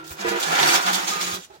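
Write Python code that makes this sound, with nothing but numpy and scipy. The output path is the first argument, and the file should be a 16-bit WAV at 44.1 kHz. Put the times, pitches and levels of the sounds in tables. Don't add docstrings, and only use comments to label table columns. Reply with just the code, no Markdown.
import sys
import numpy as np
from scipy import signal
from scipy.fft import rfft, irfft, next_fast_len
from scipy.io import wavfile
from scipy.ndimage import uniform_filter1d, map_coordinates

SR = 44100
rng = np.random.default_rng(int(sys.argv[2]) if len(sys.argv) > 2 else 0)


def waveform_to_disk(signal):
    frames = np.transpose(np.atleast_2d(signal))
    scaled = np.clip(frames, -1, 1) * 32767
    samples = np.round(scaled).astype(np.int16)
    wavfile.write(sys.argv[1], SR, samples)


N = 70560


def amp(db):
    return 10 ** (np.asarray(db) / 20)


def unit(x):
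    return x / np.sqrt(np.mean(x ** 2) + 1e-20)


def clock():
    return np.arange(N) / SR


def curve(rows):
    return np.interp(clock(), *np.transpose(rows))


def along(points, hz):
    f, v = np.transpose(points)
    return np.interp(np.log(hz + 1), np.log(f + 1), v)


def wobble(rate):
    return map_coordinates(rng.standard_normal(int(N * rate / SR) + 4), [clock() * rate])


def filtered(x, response):
    m = next_fast_len(N + SR // 2)
    return irfft(rfft(x, m) * response(np.fft.rfftfreq(m, 1 / SR)), m)[..., :N]


def coloured(x, colour):
    return unit(filtered(x, lambda hz: amp(along(colour, hz))))


def ringing(x, modes):
    def response(f):
        return sum(amp(db) * 1j * f * w / (hz * hz - f * f + 1j * f * w) for hz, w, db in modes)
    return unit(filtered(x, response))


def stroke(start, length, db, attack, release):
    t = clock() - start
    return amp(db) * np.clip(t / attack, 0, 1) * np.exp(-np.maximum(t - length, 0) / release)


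def grains(rate, spread_db):
    size = (rng.random(N) < rate / SR) * amp(spread_db * rng.uniform(-1, 1, N))
    return unit(size * rng.uniform(-1, 1, (2, N)))


def clumps(rate, depth, limit_db=4.5):
    return amp(limit_db * np.tanh(depth * wobble(rate)))


def tone(hz, waver, rate):
    phase = 2 * np.pi * np.cumsum(hz * (1 + waver * wobble(rate))) / SR
    return np.sqrt(2) * np.sin([phase, phase + np.pi / 2 + .5 * wobble(rate)])


def first_ring():
    # pitch_hz, level_db, t60_s
    partials = [(322, -42.5, 0.65), (356, -50.5, 1.2), (1360, -44, 0.55), (1420, -44, 0.71)]
    return sum(amp(db - 60 * clock() / t60) * tone(hz, waver=0.0044, rate=84)
               for hz, db, t60 in partials)


def rasp():
    # time_s, level_db
    envelope = [(0.0, -49.5), (0.098, -55.5), (0.114, -43), (0.168, -51.5), (0.196, -40), (0.288, -30),
                (0.374, -33.5), (0.502, -30.5), (0.524, -26), (0.64, -26), (0.745, -24), (0.8, -30),
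                (0.85, -34), (0.864, -31), (0.886, -26), (1.016, -33), (1.068, -36.5), (1.096, -33),
                (1.354, -39.5), (1.398, -50.5), (1.488, -75), (1.506, -59), (1.572, -61), (1.6, -72)]
    # frequency_hz, gain_db
    colour = [(60, -52), (190, -9.5), (280, -12.5), (400, -13.5), (560, -6.5), (680, 0.5), (1400, 0.5),
              (2300, -4.5), (3500, -7.5), (8000, -28.5)]
    # frequency_hz, width_hz, gain_db
    board_modes = [(715, 50, -4), (807, 15, -2.5), (954, 51, 5.5), (1242, 52, 3), (1400, 83, 3),
                   (1717, 14, 1), (2300, 51, -0.5)]
    # frequency_hz, width_hz, gain_db
    body_modes = [(353.2, 35, -1), (393.3, 7.6, -0.5), (518.5, 61, -8)]
    # time_s, level_db
    body_envelope = [(0.15, -50), (0.38, -33.5), (0.45, -38), (0.74, -32), (0.82, -44.5), (1.38, -42),
                     (1.46, -75)]
    # frequency_hz, gain_db
    low_cut = [(60, -45), (200, -18), (320, 0)]
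    slips = grains(rate=4000, spread_db=4.5) * clumps(rate=150, depth=0.32)
    level_db = curve(envelope)
    boards = unit(sum(amp(db + 2.5 * wobble(rate=14)) * ringing(slips, [(hz, width, 0)])
                      for hz, width, db in board_modes))
    body = ringing(slips, body_modes) * amp(curve(body_envelope))
    rings = filtered(boards * amp(level_db - 2.7) + body, lambda hz: amp(along(low_cut, hz)))
    return rings + coloured(shed(slips), colour) * amp(level_db + 3.5)


def groans():
    # start_s, length_s, level_db, pitch_hz
    slips = [(0, 0.19, -56, 153), (0.185, 0.18, -43, 198), (0.458, 0.078, -41.5, 166),
             (0.593, 0.096, -41.5, 152), (0.725, .06, -43.5, 180), (0.84, 0.14, -38.5, 186),
             (1.021, 0.025, -42, 183), (1.086, 0.022, -38, 195), (1.149, 0.028, -42.5, 175),
             (1.201, 0.192, -45, 184)]
    hum = sum(tone(hz, waver=.035, rate=160) * stroke(start, length, db, attack=.022, release=.012)
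              for start, length, db, hz in slips)
    return hum * amp(1.5 * wobble(rate=60.6))


def room_hush():
    # frequency_hz, gain_db
    colour = [(25, -30), (70, 7.5), (200, 1.5), (1000, -1.5), (8000, -30), (16000, -27)]
    return amp(-59) * coloured(rng.standard_normal((2, N)) + rng.standard_normal(N), colour)


def scratchy(x, depth_db=2.2):
    spectra = signal.stft(x, nperseg=256)[2]
    patches = uniform_filter1d(rng.standard_normal(spectra.shape[1:]), size=3, axis=0)
    patches = uniform_filter1d(patches, size=7, axis=1)
    return signal.istft(spectra * amp(depth_db * unit(patches)), nperseg=256)[1][:, :N]


def crunch():
    # time_s, level_db
    envelope = [(0.03, -90), (0.044, -49), (0.114, -44.5), (0.168, -53), (0.212, -35), (0.24, -46),
                (0.294, -35.5), (0.356, -44.5), (0.43, -30), (0.49, -33), (0.54, -32), (0.6, -29),
                (0.70, -22.5), (0.76, -20.5), (0.796, -34), (0.854, -30.5), (0.866, -28.5), (0.922, -31.5),
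                (0.944, -28.5), (0.975, -31), (1.064, -36.5), (1.082, -27.5), (1.198, -36), (1.212, -28),
                (1.358, -34.5), (1.398, -47.5), (1.448, -46), (1.478, -62), (1.564, -57), (1.6, -66)]
    # frequency_hz, gain_db
    colour = [(80, -60), (400, -22), (1500, -2), (2700, -2.5), (3600, 0), (5100, -1.5), (7000, 0),
              (8600, -9.5), (11500, -12.5), (16000, -14)]
    crush = grains(rate=5000, spread_db=7.5) * clumps(rate=300, depth=.68)
    return coloured(scratchy(shed(crush)), colour) * amp(curve(envelope) + 2.5)


def dust_spray():
    # frequency_hz, gain_db
    colour = [(1000, -30), (7000, -1), (12500, -7.5), (16000, 2.5)]
    hiss = coloured(grains(rate=2500, spread_db=9), colour)
    return hiss * stroke(start=0.041, length=0.086, db=-34.5, attack=0.089, release=0.016)


def footfalls():
    # start_s, level_db, pitch_hz, attack_s
    steps = [(0.109, -32, 79, 0.0036), (0.268, -30.5, 87.5, 0.014), (1.26, -37, 107, 0.012),
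             (1.325, -31.5, 99, 0.009)]
    thuds, t60_s = 0, 0.086
    for start, db, hz, attack in steps:
        t = np.maximum(clock() - start, 0)
        envelope = amp(db - 60 * t / t60_s) * (1 - np.exp(-t / attack))
        thuds = thuds + envelope * np.sin(2 * np.pi * hz * t)
    return thuds * amp([[-1.3], [1.3]])


def chatter(modes, waver):
    return unit(sum(amp(db + 1.1 * wobble(rate=70)) * tone(hz, waver * width / hz, rate=81)
                    for hz, width, db in modes))


def judder():
    # start_s, length_s, level_db
    catches = [(0.248, 0.036, -25), (0.311, 0.064, -27.5)]
    # frequency_hz, width_hz, gain_db
    modes = [(347, 36, 3), (467, 5.7, 0), (657, 12, -6), (775, 12, -9.5), (980, 11, -2.5), (1220, 21, -6.5),
             (1940, 24, -2), (2615, 24, -8)]
    return chatter(modes, waver=.1) * sum(stroke(*row, attack=0.0014, release=0.01) for row in catches)


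def snaps():
    # start_s, level_db, tilt_db_per_octave
    fractures = [(0.285, -22, 7), (0.398, -20, 8), (0.427, -13.5, -0.5), (0.522, -19, -11),
                 (0.551, -14, -0.5), (0.588, -9, -9), (0.629, -11, -7), (0.862, -15.5, 1), (0.93, -13.5, 6),
                 (0.943, -13, 0), (1.08, -17.5, 2), (1.212, -18, 4), (1.34, -22, 7)]
    # frequency_hz, gain_db
    colour = [(100, -67), (600, -20), (2400, -2.5), (3500, 6.5), (5100, -0.5), (6800, 0.5), (8600, -9.5),
              (16000, -17)]
    rise_s, t60_s, pivot_hz = 0.0017, 0.037, 3500
    splinters, cracks = grains(rate=14000, spread_db=2.5), 0
    for start, db, tilt in fractures:
        tilted = [(hz, gain + tilt * np.log2(hz / pivot_hz)) for hz, gain in colour]
        envelope = stroke(start, rise_s, db, attack=rise_s, release=t60_s / np.log(1000))
        cracks = cracks + coloured(splinters, tilted) * envelope
    return amp(-3.5) * shed(cracks)


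def squeaks():
    # start_s, length_s, level_db, pitch_hz
    notes = [(0.51, 0.1, -32, 1338), (0.54, 0.07, -33, 805), (0.545, 0.125, -29.5, 2010),
             (0.635, 0.045, -29.5, 922), (0.68, 0.06, -30, 2338), (0.725, 0.045, -29.5, 985),
             (0.74, 0.185, -32.5, 1461), (1.11, 0.1, -32, 1230), (1.245, 0.1, -36.5, 1230)]
    return sum(tone(hz, waver=.004, rate=120) * amp(1.6 * wobble(rate=60.5))
               * stroke(start, length, db, attack=.012, release=.012)
               for start, length, db, hz in notes)


def bumps():
    # start_s, length_s, level_db
    contacts = [(1.499, 0.018, -47), (1.538, 0.021, -50)]
    # frequency_hz, width_hz, gain_db
    modes = [(386.4, 58.3, 0.5), (630, 58.6, -2), (833, 68.3, 1), (1300, 55, -9)]
    envelope = sum(stroke(*row, attack=0.0027, release=0.015) for row in contacts)
    return chatter(modes, waver=0.634) * envelope


def shed(x, t60_s=0.11, wet_db=3, crossfade_s=.3):
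    t, wet = np.arange(SR // 4) / SR, 0
    for centre in np.arange(0, N / SR + crossfade_s, crossfade_s):
        tail = rng.standard_normal((2, len(t))) * amp(-60 * t / t60_s) * (t > .002)
        tail /= np.linalg.norm(tail, axis=1, keepdims=True)
        near = np.cos(np.pi / 2 * np.clip((clock() - centre) / crossfade_s, -1, 1))
        wet = wet + signal.fftconvolve(x * near, tail, axes=1)[:, :N]
    return (x + amp(wet_db) * wet) / np.hypot(1, amp(wet_db))


def microphones(x):
    # frequency_hz, coherence (clipped to 0..1)
    coherence = [(150, 2), (350, 0.24), (1000, 0.68), (2000, 0.3), (4000, -0.14), (12000, 0.1163)]
    # frequency_hz, phase_rad
    lead = [(100, 0), (220, -.05), (290, -.5), (330, -1.5), (420, -1.9), (500, -2.8), (1000, -2.7),
            (1450, -3.1), (2900, -3.9), (4050, -6.8), (8000, -16)]
    # frequency_hz, difference_db
    balance = [(190, -3), (330, -5), (468, -14.5), (545, 1), (750, -9), (900, -2), (1400, -2.5), (2300, 0),
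               (4300, -4.5), (8000, -1.7), (13000, -3.5)]
    half = np.array([[.5], [-.5]])

    def blend(hz):
        angle = np.arccos(np.clip(along(coherence, hz), 0, 1)) / 2
        return np.array([np.cos(angle), np.sin(angle)])

    def direction(hz):
        return amp(half * along(balance, hz)) * np.exp(1j * half * along(lead, hz))

    common, apart = filtered(x, blend)
    return filtered(np.array([common + apart, common - apart]), direction)


def scene():
    scrape = first_ring() + rasp() + groans() + crunch() + dust_spray()
    scrape += judder() + snaps() + squeaks() + bumps()
    return microphones(scrape) + footfalls() + room_hush()


def record(dry):
    return filtered(dry, lambda hz: hz < 16100)


dry = scene()
out = record(dry)
waveform_to_disk(out)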